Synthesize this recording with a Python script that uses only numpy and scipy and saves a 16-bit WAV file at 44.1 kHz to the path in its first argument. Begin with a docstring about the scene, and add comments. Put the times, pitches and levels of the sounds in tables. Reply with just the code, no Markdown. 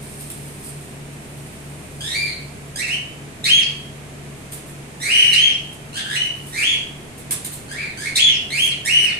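"""Cockatiels squawk on a wire cage in a hard, tiled room. Each call glides up from a buzzy start,
leaps into a shrill whistle, sags, and breaks into rasp where the two sides of the syrinx fall out
of step. Feathers flick and rustle between the calls, and a claw or beak clicks once on the wire.
The birds ring off the tiles, and a fan's motor hum and moving air lie underneath throughout."""
import sys
import numpy as np
from scipy import signal
from scipy.fft import rfft, irfft, next_fast_len
from scipy.io import wavfile
from scipy.ndimage import map_coordinates

SR = 44100
rng = np.random.default_rng(int(sys.argv[2]) if len(sys.argv) > 2 else 0)


def generate_wav(sig):
    """Save sig (samples, or channels by samples) to the path in sys.argv[1] as 16-bit PCM at SR."""
    pcm = np.round(np.clip(np.atleast_2d(sig).T, -1, 1) * 32767).astype(np.int16)
    wavfile.write(sys.argv[1], SR, pcm)


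N = 405279
TIME = np.arange(N) / SR


def undb(db):
    """Decibels to gain."""
    return 10 ** (np.asarray(db) / 20)


def along(points, hz):
    """Read (Hz, value) points on a log-frequency axis."""
    f, value = np.transpose(points)
    return np.interp(np.log(np.maximum(hz, 1)), np.log(f), value)


def unit(x):
    """Scale to rms 1."""
    return x / np.sqrt(np.mean(x ** 2))


def colour(x, points):
    """Apply an EQ curve of (Hz, dB) points."""
    size = next_fast_len(N + 4096)
    return irfft(rfft(x, size) * undb(along(points, np.fft.rfftfreq(size, 1 / SR))), size)[..., :N]


def wander(size, hz):
    """Smooth random modulation of rms 1 that changes hz times a second."""
    at = np.arange(size) * hz / SR
    return unit(map_coordinates(rng.standard_normal(int(at[-1]) + 4), [at + 1], order=2))


def turn(hz):
    """Running phase of a moving frequency."""
    return 2 * np.pi * np.cumsum(hz) / SR


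# The fan motor's tones. Each row: pitch in Hz, level in dB before the ride.
MOTOR_TONES = [(70.8, -51), (141.5, -43.5), (145.5, -48), (220.7, -55.5), (414.5, -58)]
# A slow level ride that eases the hum down and partly back. Each row: time in seconds, gain in dB.
MOTOR_RIDE = [(0, 3.5), (4.4, 1.5), (5.8, -1.5), (9.19, 1)]
# The colour of the moving air. Each row: frequency in Hz, relative level in dB.
AIR_EQ = [(25, -13.5), (45, -15.5), (72, -23), (100, -6.5), (190, -8.5), (400, -12), (560, -17.5),
          (660, -14.5), (800, -19), (1400, -23), (2420, -21), (3400, -27.5), (5240, -32.5), (8690, -28.5),
          (11300, -33), (14400, -53)]
# How centred the air sounds. Each row: frequency in Hz, left-right correlation (1 is mono, 0 is wide).
AIR_CORRELATION = [(30, 0.4), (65, 0.83), (150, 0.92), (280, .75), (520, 0.63), (1000, -.1), (3000, 0)]


def fan(drift_hz=0.704, throb_db=-1.2, air_db=-38):
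    """A wavering motor hum over moving air, centred in the bass and wide in the treble."""
    hum = np.zeros(N)
    for hz, db in MOTOR_TONES:
        level = np.sqrt(2) * undb(db + throb_db * wander(N, 1.8))
        hum += level * np.sin(turn(hz + drift_hz * wander(N, 6)))
    hum *= undb(np.interp(TIME, *np.transpose(MOTOR_RIDE)))
    alike = along(AIR_CORRELATION, np.fft.rfftfreq(N, 1 / SR))
    mid, side = rfft(rng.standard_normal((2, N))) * np.sqrt([1 + alike, 1 - alike])
    air = colour(irfft(np.array([mid + side, mid - side]), N), AIR_EQ)
    return hum + undb(air_db) * unit(air)


# Bouts of preening. Each row: centre in seconds, half length in seconds, level in dB.
RUSTLE_BOUTS = [(0.19, 0.41, -41.5), (0.315, 0.021, -51), (0.656, 0.042, -37.5), (0.772, .12, -52),
                (1.723, 1, -49), (4.396, .03, -49), (4.77, 0.34, -60), (6.49, 0.072, -40.5)]
# The airy colour of plumage. 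Each row: frequency in Hz, relative level in dB.
RUSTLE_EQ = [(1200, -19), (4700, -11), (6800, -14), (8700, 2), (10500, -4), (14000, -11)]


def plumage_rustle(uneven_db=0.5, grain_db=4):
    """Birds preen and shuffle: a faint, uneven crackle of barbs that swells and fades in bouts."""
    barbs = rng.standard_normal(N) * undb(grain_db * wander(N, 400) + uneven_db * wander(N, 8.3))
    swell = sum(undb(db) * np.exp(-((TIME - centre) / half) ** 2) for centre, half, db in RUSTLE_BOUTS)
    return swell * unit(colour(barbs, RUSTLE_EQ))


# Feather flicks and scuffs, plus one sharp click of a claw or beak on the cage wire (the second row).
# Each row: start in seconds, level in dB, decay time constant in seconds.
FLICKS_AND_CLICK = [(.207, -28.5, 0.011), (0.302, -16.5, 0.0016), (1.37, -39, 0.011), (1.52, -41, 0.011),
                    (4.514, -27.5, 0.035), (4.66, -39, 0.044), (5.726, -35.5, 0.012), (6.365, -39, .015),
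                    (7.175, -32.5, 0.023), (7.307, -11.5, 0.015), (7.445, -18.5, 0.015),
                    (7.51, -29.5, 0.047)]
# The bright colour of the flicks and the click. Each row: frequency in Hz, relative level in dB.
BURST_EQ = [(530, -52), (900, -21), (1070, -11), (1180, -14), (2500, -8.5), (2840, -11), (3540, -5),
            (5630, -12), (8850, 3), (14400, -5)]


def flicks_and_click(grain_db=3, attack_share=0.22):
    """Feathers brush, and a claw or beak clicks once on the wire: short, grainy bursts of bright noise."""
    envelope = np.zeros(N)
    for start, db, decay in FLICKS_AND_CLICK:
        age = np.maximum(TIME - start, 0)
        envelope += undb(db) * np.minimum(age / (attack_share * decay), 1) * np.exp(-age / decay)
    grains = rng.standard_normal(N) * undb(grain_db * wander(N, 700))
    return envelope * unit(colour(grains, BURST_EQ))


LEAP_S = .022  # the voice flips from the glide up to the whistle


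def syrinx_gesture(t, glide, hold, fall, start_hz, top_hz, end_hz, sag_hz, glide_db, top_db,
                   slack_second_db, start_upper_db, top_upper_db, glide_rasp, top_rasp):
    """A call's control curves: a buzzy glide, a sudden leap, an arched hold that cracks, a rough fall."""
    # breakpoints: onset, mid-glide, before the leap, after the leap, top, end of the hold, end
    stages = np.cumsum([0, glide / 2, glide / 2, LEAP_S, .45 * hold, .55 * hold, fall])
    hold_in_hz, hold_out_hz = .95 * top_hz + sag_hz, .95 * top_hz - sag_hz
    rise_hz = .52 * (hold_in_hz - start_hz)  # the glide climbs about halfway; the leap does the rest
    hz = np.interp(t, stages, [start_hz, start_hz + rise_hz / 2, start_hz + rise_hz,
                               hold_in_hz, top_hz, hold_out_hz, end_hz])
    db = np.interp(t, stages, [glide_db - 7, glide_db, glide_db + 3,
                               top_db - 1, top_db, top_db - 5, top_db - 16.5])
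    rasp = np.interp(t, stages, [.062, glide_rasp, glide_rasp + .14,
                                 (glide_rasp + top_rasp) / 2, top_rasp, .19, .38])
    # the second harmonic moves from its slack level to a fixed low one as the membrane tightens
    slack_hz, pure_hz, taut_second_db = 1770, 2970, -17
    second_db = np.interp(hz, [slack_hz, pure_hz], [slack_second_db, taut_second_db])
    second_db += np.interp(t, stages, [3, 0, 0, 0, 0, 0, 5])  # extra as the voice catches and lets go
    # the opening buzz follows the climb only, so it does not return in the fall
    upper_db = np.interp(np.maximum.accumulate(hz), [start_hz, top_hz], [start_upper_db, top_upper_db])
    # a tight membrane cracks just before the hold ends, adding buzz and rasp
    crack_at, crack_half_s = stages[-2] - .0093, .016
    crack = np.exp(-((t - crack_at) / crack_half_s) ** 2) * np.interp(hz, [slack_hz, pure_hz], [0, 1])
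    return hz, db, second_db, upper_db + 5 * crack, np.clip(rasp + .26 * crack, 0, 1)


def membrane_tone(hz, second_db, upper_db, slope_db=-2.0):
    """A membrane's tone on a moving pitch: fundamental, second harmonic and a falling run of others."""
    phase = turn(hz)
    tone = np.sin(phase) + undb(second_db) * np.sin(2 * phase)
    for k in range(3, 10):
        alias_guard = np.clip((SR / 2 - k * hz) / 5000, 0, 1)
        tone += undb(upper_db + slope_db * (k - 2.5)) * np.sin(k * phase) * alias_guard
    return tone


def squawk(row, taut_hz=2700, slack_hz=1700, flutter_hz=330, shimmer_db=5.5,
           growl_db=-1, hiss_db=-31, edge_s=0.0084):
    """One call: a membrane tone that clears as it tightens; a second, unsteady membrane adds the rasp."""
    start, glide, hold, fall, *voice = row
    span = (TIME > start - .004) & (TIME < start + glide + LEAP_S + hold + fall + .004)
    t = TIME[span] - start
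    n = len(t)
    hz, db, second_db, upper_db, rasp = syrinx_gesture(t, glide, hold, fall, *voice)
    loose = np.clip((taut_hz - hz) / (taut_hz - slack_hz), 0, 1)
    # the airflow flutters and shakes a loose membrane's pitch
    flutter = np.sin(turn(flutter_hz * (1 + 0.252 * wander(n, 200))))
    shake = loose * .21 * np.minimum(rasp, .4) * flutter
    # the pitch keeps slipping down from its ceiling and snapping back
    slip_depth = .02 * loose + .06 * np.minimum(rasp, .5)
    slips = slip_depth * (.8 - np.minimum(wander(n, 520) ** 2, 4))
    waver = .00684 * wander(n, 128.8)
    tone = membrane_tone(hz * (1 + waver + shake + slips), second_db, upper_db)
    tone *= undb(shimmer_db * np.maximum(loose, rasp) * wander(n, 345.6))
    # the other side of the syrinx swings about below that pitch, brighter and chopped by the flutter
    growl_hz = hz * (.78 + .1437 * np.tanh(wander(n, 700)))
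    growl = membrane_tone(growl_hz, np.maximum(second_db, -14), upper_db + 4) * (1 + flutter)
    roughness = undb(growl_db) * growl + undb(hiss_db) * rng.standard_normal(n)
    edges = signal.windows.tukey(n, min(1, 2 * edge_s * SR / n))
    call = np.zeros(N)
    call[span] = np.sqrt(2) * undb(db) * (tone + rasp * roughness) * edges
    return call


# The cockatiels' calls. Each row: start, glide, hold and fall in seconds; start, top and end pitch
# in Hz; sag in Hz (half the drop across the hold); glide and top level in dB before the throat EQ;
# slack second harmonic, upper harmonics at the start and at the top, in dB against the fundamental;
# rasp in the glide and at the top, from 0 to 1.
CALLS = [ (2.005, 0.13, 0.12, 0.056, 1621, 2398, 2140, -3, -33.5, -23, 2, -1, -18.5, 0.17, 0.1),
         (2.756, 0.052, 0.02, 0.013, 1602, 2726, 2300, 2, -28.5, -25.5, -8.5, 0, -24.5, 0.17, 0.76),
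         (2.865, 0.024, .045, 0.019, 1811, 3040, 2510, -61, -26, -22, -13, -8.5, -26.5, 0.17, 0.4),
         (3.438, .042, 0.098, 0.038, 1777, 3302, 2230, -70.5, -24.5, -12, 6.5, -1.5, -27.5, 0.44, 0),
         (5.002, .088, 0.23, 0.031, 1814, 3020, 2570, 52, -23.5, -13.5, -9, -6, -23.5, .3, 0.42),
         (5.325, 0.026, 0.12, 0.041, 1950, 3228, 2530, -68.5, -23, -13.5, 8, -2, -31.5, 0.45, 0.21),
         (5.930, 0.04, .01, 0.024, 1407, 1840, 1510, -8, -35, -25, -2.5, -5.5, -14, 0.2, 0.57),
         (6.037, 0.09, .02, 0.027, 1525, 2084, 1990, 2, -27, -25.5, -8.5, -20, -11, 0.12, 0.5),
         (6.157, 0.0046, .08, .02, 2905, 3047, 2910, 28.5, -22, -21, -30, -32, -26.5, 0.34, 0.01),
         (6.528, 0.098, .1, 0.031, 1884, 3364, 2260, 34, -23, -18.5, -13, -9.5, -27, 0.51, 0.43),
         (7.681, .078, 0.089, 0.084, 1476, 2392, 1740, 1.5, -32, -28, -15.5, -9.5, -25.5, 0.15, 0.82),
         (7.973, .07, 0.034, 0.029, 1500, 2317, 2060, 6, -28.5, -26, -14.5, -6.5, -19, 0.2, 0.64),
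         (8.155, .03, .09, .06, 1798, 3414, 2547, 142.5, -23.5, -11.5, 12, 9, -36, 0.51, 0.04),
         (8.503, 0.073, 0.071, 0.057, 1942, 3286, 1990, -31, -23, -16, -5.5, -12, -19, 0.2, 0.18),
         (8.848, .038, .15, 0.069, 1640, 2997, 1698, 50.5, -21.5, -13.5, -14, -3.5, -24.5, .1, 0.26), ]
# The resonances of throat and open beak. Each row: frequency in Hz, gain in dB.
THROAT_EQ = [(700, -41), (1200, -10.5), (1550, -9), (2200, -1), (3300, 0.5), (4100, 4.5), (5300, -3),
             (6200, -1), (7300, -0.5), (8800, 6), (11000, -3), (14000, -8.5)]


def cockatiels():
    """Every squawk leaves the syrinx through the throat and open beak, which colour it."""
    return colour(sum(squawk(row) for row in CALLS), THROAT_EQ)


# The ring of the tiled room. Each row: frequency in Hz, time to fall 60 dB in seconds.
ROOM_DECAY = [(1000, 0.53), (2800, 0.52), (5000, 0.48), (9000, 0.36), (14000, 0.089)]


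def tiled_room(x, direct_db=-5, slap_db=-12.5, tail_db=-4.0, build_s=0.014, left_lag_samples=20):
    """Direct sound reaching the right side first, slaps off the nearest tiles, then a dense tail."""
    size = int(.8 * SR)
    t, f = TIME[:size], np.fft.rfftfreq(size, 1 / SR)
    noise = rfft(rng.standard_normal((2, size)))
    centres, decays = np.transpose(ROOM_DECAY)
    tail = np.zeros((2, size))
    for weights, t60 in zip(np.eye(len(centres)), decays):
        band = irfft(noise * np.interp(f, centres, weights), size)
        tail += band * undb(-60 * t / t60)
    response = unit(tail * np.minimum(t / build_s, 1)) * undb(tail_db) / np.sqrt(size)
    response[[0, 1], [left_lag_samples, 0]] += undb(direct_db)
    for ear in response:
        slaps_s = rng.uniform(.0015, .018, size=8)
        ear[(slaps_s * SR).astype(int)] += undb(slap_db)
    return signal.fftconvolve(x[None], response, axes=1)[:, :N]


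def scene():
    """Calls, feather sounds and the click on the wire ring in the room over the fan."""
    return tiled_room(cockatiels() + flicks_and_click() + plumage_rustle()) + fan()


# The tonal balance of the two microphone ports. Each row: frequency in Hz, left minus right in dB.
PORT_BALANCE = [(600, 0.5), (2300, -2), (4200, 1.5), (7700, -7), (9500, -6), (12000, 9.5), (14000, 0.5)]


def record(dry, ceiling=.9, top_hz=14500):
    """Each microphone port colours the treble its own way; peaks are rounded and the top is cut."""
    left = colour(dry[0], [(hz, db / 2) for hz, db in PORT_BALANCE])
    right = colour(dry[1], [(hz, -db / 2) for hz, db in PORT_BALANCE])
    ports = np.array([left, right])
    rounded = ports / (1 + (ports / ceiling) ** 8) ** (1 / 8)
    high_cut = signal.ellip(8, .1, 60, top_hz, fs=SR, output="sos")
    return signal.sosfiltfilt(high_cut, rounded)


dry = scene()
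out = record(dry)
generate_wav(out)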